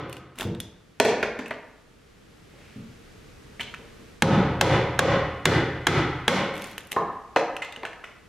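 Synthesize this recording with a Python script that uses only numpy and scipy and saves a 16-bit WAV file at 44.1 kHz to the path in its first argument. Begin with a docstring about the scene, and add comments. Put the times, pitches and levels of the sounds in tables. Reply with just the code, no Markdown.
"""Mallet and chisel in a boat shed

A large shed, microphone near the work: a mallet drives a chisel into a timber on a boat's hull.
The tail of one blow comes first; a waste block is prised off and bounces on the floor. After a pause six
blows make the hull boom, and more waste is levered out and falls. Wood rings as damped modes; crunch, tearing,
cloth and air are shaped noise. The recorder's limiter ducks at each blow, so the boom swells up behind the crack."""
import sys
import numpy as np
from scipy import signal
from scipy.fft import rfft, irfft
from scipy.io import wavfile
from scipy.ndimage import uniform_filter1d, minimum_filter1d

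SR = 44100
rng = np.random.default_rng(int(sys.argv[2]) if len(sys.argv) > 2 else 0)


def inscribe(sig):
    """Save sig as 16-bit PCM at rate SR to the path in sys.argv[1].

    A 1-D sig is mono; a 2-D sig holds one channel per row.
    Samples are clipped to [-1, 1] before scaling.
    """
    pcm = np.round(np.clip(np.atleast_2d(sig).T, -1, 1) * 32767)
    wavfile.write(sys.argv[1], SR, pcm.astype(np.int16))


N = 365280
TAIL, HIT = 65536, 16384   # lengths of a long ring and of a short contact [samples]
BASS_CUT_HZ, THUD_CUT_HZ = 74, 30   # small pieces, and soft contacts, radiate little below these


def from_db(db):
    """Amplitude of a level in dB."""
    return 10 ** (np.asarray(db) / 20)


def rms_one(x):
    """Scale a sound to rms 1."""
    return x / np.sqrt(np.mean(x ** 2) + 1e-20)


def in_time(rows):
    """A curve in time joined by straight lines."""
    return np.interp(np.arange(N) / SR, *np.transpose(rows))


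def at_hz(points, hz):
    """A spectrum joined by straight lines over log frequency."""
    f, value = np.transpose(points)
    return np.interp(np.log(hz + 1e-9), np.log(f), value)


def bins(size):
    """Frequencies of a spectrum in Hz."""
    return np.fft.rfftfreq(size, 1 / SR)


def octaves(hz):
    """Octaves from 1 kHz, for tilting a spectrum; constant below 250 Hz."""
    return np.log2(np.maximum(hz, 250) / 1000)


def hump(hz, centre, width):
    """A resonance curve of height 1, with its width at half height."""
    return 1 / (1 + (2 * (hz - centre) / width) ** 2)


def add(out, s, sound):
    """Mix a sound in at a time; whatever lies before the start or past the end is lost."""
    at = round(s * SR)
    first, last = max(at, 0), min(at + sound.shape[-1], N)
    out[:, first:last] += sound[..., first - at:last - at]


def bass_cut(x, hz):
    """Second-order high-pass."""
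    return signal.sosfilt(signal.butter(2, hz, "high", fs=SR, output="sos"), x + 1e-18)


# stereo width at the microphone, before a sound's own widening: [f/Hz, side minus mid level/dB]
WIDTH = [(60, -63), (200, -28.5), (600, -23.5), (1300, -18), (2400, -16.5), (4400, -4.5), (8000, 0),
         (15000, 4)]


def stereo_noise(white, colour_db, width=WIDTH, wider_db=0):
    """Two white noises become coloured mid and side, then left and right at rms 1."""
    size = white.shape[-1]
    mid, side = rfft(white) * from_db(colour_db)
    side = side * from_db(at_hz(width, bins(size)) + wider_db)
    return rms_one(irfft(np.array([mid + side, mid - side]), size))


def die_away(noise, t60s):
    """Each octave of a noise decays at its own rate."""
    t = np.arange(TAIL) / SR
    spectrum, out = rfft(noise), 0
    centres = np.geomspace(60, 15360, 9)
    for hz, corner in zip(centres, np.eye(len(centres))):
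        # overlapping octave bands that add up to the whole
        band = at_hz(np.c_[centres, corner], bins(TAIL))
        out = out + irfft(spectrum * band) * from_db(-60 * t / at_hz(t60s, hz))
    return out


def burst(colour, rise, t60, tilt_db=0, wider_db=-2):
    """A brief noise of wood on wood: rises in `rise` s, near rms 1, and decays; tilt in dB per octave."""
    t, hz = np.arange(HIT) / SR, bins(HIT)
    shape = np.minimum(t / rise, 1) * from_db(-60 * np.maximum(t - rise, 0) / t60)
    colour_db = at_hz(colour, hz) + tilt_db * octaves(hz)
    noise = stereo_noise(rng.standard_normal((2, HIT)), colour_db, WIDTH, wider_db)
    return rms_one(noise * shape) * np.sqrt(np.mean(shape ** 2))


def struck(modes, pitch=1, scatter_db=1.5, size=HIT):
    """Damped modes, each excited a little differently by every contact."""
    t = np.arange(size) / SR
    hz, db, t60 = np.transpose(modes)[:, :, None]
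    sign = (-1) ** np.arange(len(modes))[:, None]
    strength = sign * from_db(db + scatter_db * rng.standard_normal(db.shape))
    ringing = np.sin(2 * np.pi * hz * pitch * t) * from_db(-60 * t / t60)
    return np.sum(strength * ringing, axis=0)


# modes of a small piece of wood: [f/pitch, level/dB, relative t60]
CHIP = [(.62, -20, 0.024), (0.998, 3.5, 0.056), (1.45, -3.5, 0.0055), (2.08, -17, 0.024)]


def chip(hz, t60):
    """A small piece of wood rings at a pitch; its longest mode lasts t60."""
    longest = max(mode_t60 for *_, mode_t60 in CHIP)
    return struck(np.array(CHIP) * [1, 1, t60 / longest], hz)


def stroke(s, hold, rise_db_per_s, fall_db_per_s):
    """The gain of one movement: it swells up to time s, holds and fades."""
    t = np.arange(N) / SR
    rise_db = (t - s) * rise_db_per_s
    fall_db = (s + hold - t) * fall_db_per_s
    return from_db(np.clip(np.minimum(rise_db, fall_db), -200, 0))


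# colour of the shed's air: [f/Hz, level/dB per Hz]
AIR = [(15, -28), (25, -1), (120, -2.5), (394, -10), (451, -6.5), (545, -15), (962, -20.5), (1230, -17),
       (2410, -20), (6380, -28.5), (12500, -37.5), (14800, -47), (16000, -58)]
# its level through time: [t/s, level/dB]
AIR_DB = [(0, -63.5), (.9, -56), (1.9, -55), (2.8, -49.5), (4.1, -48), (4.3, -54), (8.28, -53.5)]
# its stereo width: [f/Hz, side minus mid level/dB]
AIR_WIDTH = [(60, -27), (110, -10.5), (200, -4), (380, 0), (700, -1.5), (1290, -3.5), (2380, -4),
             (4400, -5.5), (8120, -3.5), (15000, -5)]


def shed_air():
    """The shed's background is wide coloured noise at a slowly varying level."""
    noise = stereo_noise(rng.standard_normal((2, N)), at_hz(AIR, bins(N)), AIR_WIDTH)
    return from_db(in_time(AIR_DB)) * noise


# mallet blows, also played by the hull: [t/s, force level/dB, deep level/dB, boom level/dB, thock level/dB,
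# knock level/dB, hull tilt/dB per octave, low ring f/Hz, high ring f/Hz, node f/Hz, second node f/Hz]
BLOWS = [(-0.26, -4.5, -3, 4, 6.5, 5.5, 0.8, 1040, 1240, 1830, 915),
         (4.2213, 4, 0.5, 13.5, 0, 4.5, -0.68, 890, 1275, 2090, 1170),
         (4.6106, 2, 1.5, -3.5, 0.5, 6.5, -0.05, 1000, 2060, 1080, 1440),
         (4.9906, 1, -0.5, 0.5, -7, 8.5, -1, 1095, 1930, 1680, 910),
         (5.4542, -2, 1.5, -0.5, 2.5, 1.5, 0, 1740, 1990, 1050, 2220),
         (5.8683, -2, 1.5, -3, 3, -5, -0.25, 1326, 2020, 1870, 1090),
         (6.279, -4, -9, 10, -3.5, 7.5, 1.15, 1100, 2130, 1160, 1690)]
# modes of chisel and handle: [f/Hz, level/dB, t60/s]
CHISEL = [(412, -6, 0.023), (878, -7.5, 0.024), (1118, -5, 0.038), (1664, -5, 0.025), (2124, -14.5, 0.039),
          (3290, -8, 0.022), (4100, -14, 0.0093), (6600, -8.5, 0.0047)]
# fibres crushed by the edge, before tilt: [f/Hz, level/dB per Hz]
CRUSH = [(150, -2), (900, 6), (3500, 8), (5000, -3.5), (10000, -11), (15000, -27)]


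def chisel(bite_delay=0.001303, tap_db=-8, bite_db=0, crush_db=-5, split_db=-7):
    """The mallet taps the handle; a moment later the edge bites, splits the grain and crushes the fibres."""
    out = np.zeros((2, N))
    for s, db, *_ in BLOWS:
        split = burst(CRUSH, rise=0.0001, t60=0.013, tilt_db=6.0, wider_db=-7)
        crush = burst(CRUSH, rise=0.0016, t60=0.022, tilt_db=-0.5)
        add(out, s, from_db(db + tap_db) * struck(CHISEL))
        add(out, s + bite_delay, from_db(db + bite_db) * struck(CHISEL))
        add(out, s + bite_delay, from_db(db + split_db) * split)
        add(out, s, from_db(db + crush_db) * crush)
    return out


# the hull's dense ringing: [f/Hz, level/dB per Hz]
HULL = [(30, -24), (60, -9), (100, -17.5), (170, -2.5), (225, -9), (300, 0.5), (450, -2), (680, -6),
        (1200, -9.5), (2100, -11.5), (2700, -16), (3800, -20.5), (6000, -26), (9000, -36), (12000, -41),
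        (15000, -54)]
# its strongest resonances and gaps: [f/Hz, width/Hz, level/dB]
HULL_PEAKS = [(530, 80, 3.5), (636, 30, -11), (775, 44, 1.5), (1274, 55, 3), (1600, 106, 5.5),
              (1652, 71, -14.5), (2680, 150, -0.5), (2960, 80, 6.5), (3460, 210, 6.5), (4170, 140, 5)]
# its decay: [f/Hz, t60/s]
HULL_T60 = [(60, 1.9), (150, 1.23), (500, 0.84), (1500, 1.197), (3000, 0.91), (6000, 0.57), (14000, 0.3)]
# long-ringing plank modes; close neighbours beat, so the boom swells and throbs: [f/Hz, level/dB, t60/s]
PLANKS = [(81.1, -23, 1.8), (86, -19, 0.74), (98, -13, 0.64), (114.3, -20, 0.95), (118.3, -14, 1.03),
          (130.4, -21, 1.83), (145.2, -9, 0.57), (147.5, -12.5, 0.6), (152.4, -15, 0.95), (169, -17, 0.71),
          (188.9, -17.5, 0.82), (192.5, -16.5, 0.58), (233, -18, 0.51), (318, -25, 0.45),
          (537.5, -14.5, 0.68), (717, -23, 0.96), (816, -17, 0.69), (1117, -25.5, 0.88), (1306, -27, 0.69),
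          (1467, -22, .9), (2170, -31, 0.55)]
HULL_DB = -13   # the hull's share of a blow's force
DEEP_EDGE_HZ = 178   # the deep modes of the whole hull end here
BOOM_HZ, BOOM_WIDTH_HZ = 205, 72   # the plank behind the cut booms
THOCK_HZ, THOCK_WIDTH_HZ = 353, 230   # the hollow middle of a blow
KNOCK_HZ, KNOCK_WIDTH_HZ = 540, 184   # the timber under the edge
# each place of the edge wakes two resonances of the timber and misses two
RING_DB, RING_WIDTH_HZ, NODE_DB, NODE_WIDTH_HZ = 5.5, 130, -8.5, 35


def hull(change=0.93, uneven_db=1.0, planks_db=4.0):
    """Countless plank modes ring on as decaying noise and damped modes; part of their mix shifts each blow."""
    out, hz = np.zeros((2, N)), bins(TAIL)
    body_db = at_hz(HULL, hz) + sum(db * hump(hz, f, width) for f, width, db in HULL_PEAKS)
    deep = 1 / (1 + (hz / DEEP_EDGE_HZ) ** 20)
    common = rng.standard_normal((2, TAIL))
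    # the blow takes a moment to cross the planking
    spread = 1 - np.exp(-np.arange(TAIL) / SR / 0.0031)
    for s, db, deep_db, boom_db, thock_db, knock_db, tilt_db, low_hz, high_hz, node_hz, node2_hz in BLOWS:
        drive_db = deep_db * deep + boom_db * hump(hz, BOOM_HZ, BOOM_WIDTH_HZ)
        drive_db = drive_db + thock_db * hump(hz, THOCK_HZ, THOCK_WIDTH_HZ)
        drive_db = drive_db + knock_db * hump(hz, KNOCK_HZ, KNOCK_WIDTH_HZ)
        rings = hump(hz, low_hz, RING_WIDTH_HZ) + hump(hz, high_hz, RING_WIDTH_HZ)
        nodes = hump(hz, node_hz, NODE_WIDTH_HZ) + hump(hz, node2_hz, NODE_WIDTH_HZ)
        cut_db = RING_DB * rings + NODE_DB * nodes
        uneven = np.interp(hz, np.geomspace(600, 9000, 70), rng.standard_normal(70), left=0)
        colour_db = body_db + drive_db + cut_db + uneven_db * uneven + tilt_db * octaves(hz)
        white = common + change * rng.standard_normal((2, TAIL))
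        dense = die_away(stereo_noise(white, colour_db), HULL_T60)
        modes = [(f, mode_db + np.interp(f, hz, drive_db), t60) for f, mode_db, t60 in PLANKS]
        planks = from_db(planks_db) * struck(modes, scatter_db=1.0, size=TAIL)
        add(out, s, from_db(db + HULL_DB) * spread * (dense + planks))
    return out


# colour of the shed's reverberation: [f/Hz, level/dB]
SHED = [(60, -4), (250, 1), (1000, -2.5), (3000, -4), (6000, 3.5), (10000, -8.5), (15000, -8)]
# its decay: [f/Hz, t60/s]
SHED_T60 = [(60, 0.86), (300, 0.58), (1200, 0.85), (3000, 0.63), (6000, 0.41), (14000, 0.25)]


def shed(x, build_up=0.0016):
    """Diffuse reverberation that builds up and dies away, the high treble soonest."""
    noise = stereo_noise(rng.standard_normal((2, TAIL)), at_hz(SHED, bins(TAIL)))
    echo = die_away(noise, SHED_T60) * (1 - np.exp(-np.arange(TAIL) / SR / build_up))
    echo = rms_one(echo) / np.sqrt(TAIL)   # a left and right of unit energy on average
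    return signal.fftconvolve(x.mean(axis=0)[None], echo, axes=1)[:, :N]


# splinters snapping off: [t/s, level/dB, chip pitch f/Hz, tilt/dB per octave]
SNAPS = [(0.096, -42.5, 3020, 5), (0.1277, -31, 2200, 3), (0.1677, -38, 2930, 0), (0.357, -49, 2700, 0),
         (0.3866, -30, 2740, 3.5), (0.398, -34, 3970, 5), (0.409, -27.5, 3360, 3), (0.429, -36, 3560, 4),
         (0.602, -26, 3470, 4.5), (1.481, -45, 3670, 9), (6.540, -45, 3530, 5), (6.5536, -38, 3200, 2),
         (6.566, -37, 3470, 0), (6.578, -38, 3300, 3), (6.6203, -32, 3300, 2), (6.6418, -31, 3240, 2),
         (6.671, -42, 3300, 6), (6.713, -45, 3300, 7), (6.78, -25.5, 2380, 2), (6.7926, -48.5, 3300, 5.5),
         (6.806, -40, 2340, 0), (6.8705, -45, 2970, 7), (6.9142, -34.5, 2600, 4), (6.918, -23, 2040, 4),
         (6.928, -26.5, 2070, 1.5)]
# breaking wood, before tilt; also heard in levering, block corners and the prop: [f/Hz, level/dB per Hz]
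SNAP = [(60, -64), (200, 11), (900, 1.5), (1700, 6), (2800, 10), (5000, -6), (8000, -6.5), (12000, -7),
        (14300, -19), (16000, -42)]
FRACTURE_DB, FRACTURE_T60_S = 0, 0.0032
TEAR_DB, TEAR_T60_S = -1.5, 0.022
CHIP_DB, CHIP_T60_S = -6, 0.014   # the snapped-off chip's ring


def splinters():
    """Each snap is a bright fracture and a short tear, and sets a small chip ringing."""
    out = np.zeros((2, N))
    for s, db, chip_hz, tilt_db in SNAPS:
        fracture = from_db(FRACTURE_DB) * burst(SNAP, rise=0.00027, t60=FRACTURE_T60_S, tilt_db=tilt_db - 2)
        tear = from_db(TEAR_DB) * burst(SNAP, rise=0.00052, t60=TEAR_T60_S, tilt_db=tilt_db)
        ring = from_db(CHIP_DB) * chip(chip_hz, CHIP_T60_S)
        add(out, s, from_db(db) * (fracture + tear + ring))
    return out


# the chisel levers the waste: [full strain t/s, hold t/s, level/dB, tilt/dB per octave]
PRIES = [(0.1, 0.068, -66, 10), (0.401, 0.026, -35.5, -4.5), (6.565, 0.16, -52, 0.5),
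         (6.76, 0.16, -68, 9.5)]
PRY_RISE_DB_PER_S, PRY_FALL_DB_PER_S = 700, 328
# fine tearing, and small cracks that stand out of it
FIBRES_PER_S, CRACKS_PER_S, CRACK_DB = 1200, 32, 19.5


def tearing(size_db=13.0, fibre_s=0.00011):
    """While the chisel levers, fibres crackle and now and then a thicker one cracks, at random moments."""
    out = np.zeros((2, N))
    size = from_db(size_db * np.minimum(rng.exponential(1, N), 2))
    fibres = (rng.random(N) < FIBRES_PER_S / SR) * size
    decaying = signal.lfilter([1], [1, -np.exp(-1 / (fibre_s * SR))], fibres + 1e-18)
    crackle = rms_one(np.tanh(decaying))
    breaks = (rng.random(N) < CRACKS_PER_S / SR) * (2 * rng.random(N) - 1)
    hz = bins(TAIL)
    for s, hold, db, tilt_db in PRIES:
        strain = from_db(db) * stroke(s, hold, PRY_RISE_DB_PER_S, PRY_FALL_DB_PER_S)
        grain = stereo_noise(rng.standard_normal((2, TAIL)), at_hz(SNAP, hz) + tilt_db * octaves(hz))
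        grain = grain[:, np.arange(N) % TAIL]
        crack = burst(SNAP, rise=0.00018, t60=0.0041, tilt_db=tilt_db)
        cracks = signal.oaconvolve((breaks * strain)[None], crack, axes=1)[:, :N]
        out += strain * crackle * grain + from_db(CRACK_DB) * cracks
    return out


# light taps of tools and loose chips on wood: [t/s, level/dB, pitch f/Hz, ring t60/s, room send level/dB]
TAPS = [(0.4088, -29.5, 3290, 0.015, -9.5), (0.5487, -44, 3700, 0.012, -15),
        (1.459, -39.5, 2580, 0.028, -2), (3.596, -31.5, 2000, 0.012, -10), (3.603, -32, 2300, 0.022, -5),
        (3.606, -40, 4080, 0.015, 0.5), (3.609, -30, 3060, 0.022, -3), (3.631, -39.5, 3450, .012, -3),
        (3.7400, -31.5, 1680, 0.0076, -7.5), (3.7451, -34, 2480, 0.0063, -6),
        (7.566, -27.5, 2720, 0.0051, -7), (7.570, -31, 1500, 0.0046, -9),
        (7.6205, -29.5, 2066, 0.044, -1.5), (7.647, -37, 3500, .008, -1), (7.724, -36, 3570, 0.0062, -3.5),
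        (7.7618, -35, 2930, 0.008, -5), (7.8512, -25, 1590, 0.011, -2.5), (7.863, -37, 2200, .008, -2),
        (7.931, -41, 1800, 0.011, -6), (8.0397, -35.5, 1355, 0.019, -2), (8.0425, -37.5, 2270, .012, 1.5)]
# colour of their scuff, before tilt: [f/Hz, level/dB per Hz]
SCUFF = [(150, -29), (600, -1.5), (1500, 7), (2900, 6), (4500, -16.5), (8000, -14), (15000, -32)]
TAP_RING_DB, TAP_SCUFF = 4.5, 2.05   # the scuff of a tap lasts this many times its ring
# pieces pitched above this scuff brighter, by so many dB per octave for each octave
SCUFF_HZ, SCUFF_TILT_DB = 2180, 5


def taps():
    """A small piece rings and scuffs; the longer its ring, the longer its scuff. Gives direct and room send."""
    direct, send = np.zeros((2, 2, N))
    for s, db, hz, t60, room_db in TAPS:
        ring = from_db(TAP_RING_DB) * chip(hz, t60)
        tilt_db = SCUFF_TILT_DB * np.log2(hz / SCUFF_HZ)
        scuff = burst(SCUFF, rise=0.0015, t60=TAP_SCUFF * t60, tilt_db=tilt_db)
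        tap = bass_cut(from_db(db) * (scuff + ring), BASS_CUT_HZ)
        add(direct, s, tap)
        add(send, s, from_db(room_db) * tap)
    return direct, send


# dull bumps on the hull and the floor: [t/s, level/dB, pitch ratio, tilt/dB per octave]
BUMPS = [(0.413, -33, 1.78, 2), (0.451, -21.5, 0.93, 0), (0.47, -32.5, 1.13, 1), (1.05, -41, 0.61, -8),
         (1.23, -37, 0.56, 1), (2.535, -48.5, 1.57, 2), (2.76, -33, 1.14, -9.5), (2.783, -43, 1.17, -4),
         (3.596, -40.5, 1.16, 1.5), (3.791, -45, 2.3, -3), (3.991, -45, 1.3, 0), (6.919, -45, 2.4, 6),
         (6.941, -40, 2.18, 6), (7.772, -41, 2.4, 0)]
# their low modes, before pitch and tilt: [f/Hz, level/dB, t60/s]
BUMP = [(98.8, -4.5, 0.075), (195, 4, 0.036), (259, 0.5, 0.02), (355, -4.5, 0.067), (514, -10.5, 0.063)]


def bumps():
    """Soft contacts wake only the low modes; a tilt above the strongest mode makes each duller or brighter."""
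    out = np.zeros((2, N))
    main_hz = max(BUMP, key=lambda mode: mode[1])[0]
    for s, db, pitch, tilt_db in BUMPS:
        modes = []
        for hz, mode_db, t60 in BUMP:
            octaves_above = np.log2(np.maximum(hz / main_hz, 1))
            modes.append((hz, mode_db + tilt_db * octaves_above, t60))
        add(out, s, from_db(db) * struck(modes, pitch))
    return out


# waste blocks landing and bouncing: [t/s, level/dB, pitch ratio, clack level/dB, corner tick level/dB,
# clack tilt/dB per octave, room send level/dB]
DROPS = [(0.9997, -5.5, 0.98, -5, 1, 1.5, -3.5), (1.0489, -14, 0.9, -2, -1, 6.5, -1.5),
         (1.1765, -41, 1.3, 8, -10, 1, -5), (1.2280, -19.5, 0.92, 3.5, -11, 1, -2.5),
         (1.39, -31.5, 0.61, 4.5, 1.5, 1.2, -2), (1.508, -25.5, 0.97, 4, -7, -2, -5.5),
         (7.361, -12.5, 1.094, 1, -31, 0.5, -3), (7.8318, -31, 1.7, 4, -15, -2.5, -5.5)]
# modes of a block, before the landing's pitch ratio: [f/Hz, level/dB, t60/s]
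BLOCK = [(242, -4, 0.015), (272, -4, 0.037), (438, -1.5, 0.057), (483, 0, 0.026), (496, -0.5, 0.065),
         (580, -5, 0.026), (656, -4, 0.041), (984, -4.5, 0.0098), (1140, -7, 0.016), (1320, 2.5, 0.0034),
         (1790, -14.5, 0.0074), (2000, -11.5, 0.011), (2680, -13, 0.006)]
# wood clacking on a hard surface, before tilt; also heard at the prop: [f/Hz, level/dB per Hz]
CLACK = [(40, -35), (130, -20), (230, -11.5), (450, 5.5), (900, -0.5), (2000, 5.5), (3000, -6), (5500, -20),
         (9000, -29), (13000, -41), (16000, -60)]
# after landing a block chatters: first tick, mean gap, loss per tick
RATTLE_DB, RATTLE_GAP_S, RATTLE_LOSS_DB = -9, 0.009, 1.5


def falling_blocks(rock_delay=0.00313, corner_db=-5):
    """Waste wood ticks down on a corner, clacks flat, chatters and rings briefly, at a pitch set by how it lands.
    Gives the direct sound and what reaches the room."""
    direct, send = np.zeros((2, 2, N))
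    for s, db, pitch, clack_db, tick_db, tilt_db, room_db in DROPS:
        corner_tick = burst(SNAP, rise=0.0007, t60=0.013, tilt_db=-2.0, wider_db=1)
        corner_clack = burst(CLACK, rise=0.00044, t60=0.01, tilt_db=tilt_db)
        flat_clack = burst(CLACK, rise=rock_delay, t60=0.05, tilt_db=tilt_db - 2.5)
        contacts = [(0, tick_db, corner_tick),
                    (0, clack_db + corner_db, corner_clack),
                    (0, clack_db - 2.5, flat_clack),
                    (rock_delay / 2, 3.5, struck(BLOCK, pitch))]
        gaps = RATTLE_GAP_S * (.5 + rng.random(size=5))
        for k, delay in enumerate(np.cumsum(gaps)):
            tick = burst(CLACK, rise=0.00021, t60=0.0068, tilt_db=tilt_db + 1.0)
            contacts.append((delay, clack_db + RATTLE_DB - RATTLE_LOSS_DB * k, tick))
        for delay, contact_db, sound in contacts:
            add(direct, s + delay, from_db(db + contact_db) * sound)
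            add(send, s + delay, from_db(db + contact_db + room_db) * sound)
    return bass_cut(direct, BASS_CUT_HZ), bass_cut(send, BASS_CUT_HZ)


# a sleeve rustles as the chisel is raised: [full t/s, hold t/s, level/dB]
SLEEVE = (2.59, 0.16, -57.5)
# colour of the cloth: [f/Hz, level/dB per Hz]
CLOTH = [(300, -24), (1200, -6), (2500, 0), (4000, -13), (8000, -22), (15000, -35)]


def sleeve():
    """Cloth slides softly over cloth: coloured noise swells and fades."""
    s, hold, db = SLEEVE
    rub = stereo_noise(rng.standard_normal((2, N)), at_hz(CLOTH, bins(N)))
    return from_db(db) * stroke(s, hold, rise_db_per_s=160, fall_db_per_s=70) * rub


# a falling piece strikes the prop: [t/s, level/dB]
PROP_HITS = [(6.9640, -14.5), (6.979, -31.5)]
# modes of the prop: [f/Hz, level/dB, t60/s]
PROP = [(173, -15, 0.073), (335, -17, 0.018), (470, -17, 0.032), (690, -13, 0.096), (820, -5, 0.048),
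        (944, -7.5, 0.059), (1020, -2.5, 0.054), (1074, -3.5, 0.072), (1215, -1.5, 0.026),
        (1490, -11, 0.016), (1690, -7, 0.015), (2060, -19, 0.011), (3760, -28, .015)]


def prop():
    """A loose piece ticks against the prop, which rings with a hollow note."""
    out = np.zeros((2, N))
    for s, db in PROP_HITS:
        tick = from_db(-19) * burst(SNAP, rise=0.0019, t60=0.037, tilt_db=-8)
        clack = from_db(-4.5) * burst(CLACK, rise=0.002, t60=0.024, tilt_db=-8.5)
        add(out, s, from_db(db) * (struck(PROP) + tick + clack))
    return out


def scene():
    """All sources reach the microphone; falling wood sends more to the shed than the work at the chisel."""
    blows = chisel()
    chips = splinters() + tearing()
    ticks, tick_send = taps()
    thuds = bass_cut(bumps(), THUD_CUT_HZ)
    blocks, block_send = falling_blocks()
    clonk = bass_cut(prop(), BASS_CUT_HZ)
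    send = from_db(-16.5) * blows + from_db(-7) * chips + tick_send
    send = send + from_db(2.5) * thuds + block_send + from_db(1.5) * clonk
    direct = blows + hull() + chips + ticks + thuds + blocks + sleeve() + clonk
    return direct + shed(send) + shed_air()


def limiter(x, threshold_db=-12.0, release_db_per_s=115, hold=0.042):
    """The gain drops just ahead of a loud sound, holds, then climbs back steadily."""
    power = uniform_filter1d(np.mean(x ** 2, axis=0), size=176)   # 4 ms mean
    over_db = np.maximum(10 * np.log10(np.maximum(power, 1e-12)) - threshold_db, 0)
    t = np.arange(N) / SR
    # the reduction follows each peak and shrinks in a straight line
    falling = np.maximum.accumulate(over_db + release_db_per_s * t) - release_db_per_s * t
    span = 2 * int(hold * SR / 2) + 1
    held = -minimum_filter1d(-falling, span, origin=span // 2)
    ahead = np.interp(t + 0.00044, t, held)
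    return x * from_db(-uniform_filter1d(ahead, size=44))


def record(dry):
    """The recorder's limiter, then a steep cut of everything above 16 kHz."""
    top_cut = signal.ellip(10, .1, 90, 16000, fs=SR, output="sos")
    return signal.sosfilt(top_cut, limiter(dry))


dry = scene()
out = record(dry)
inscribe(out)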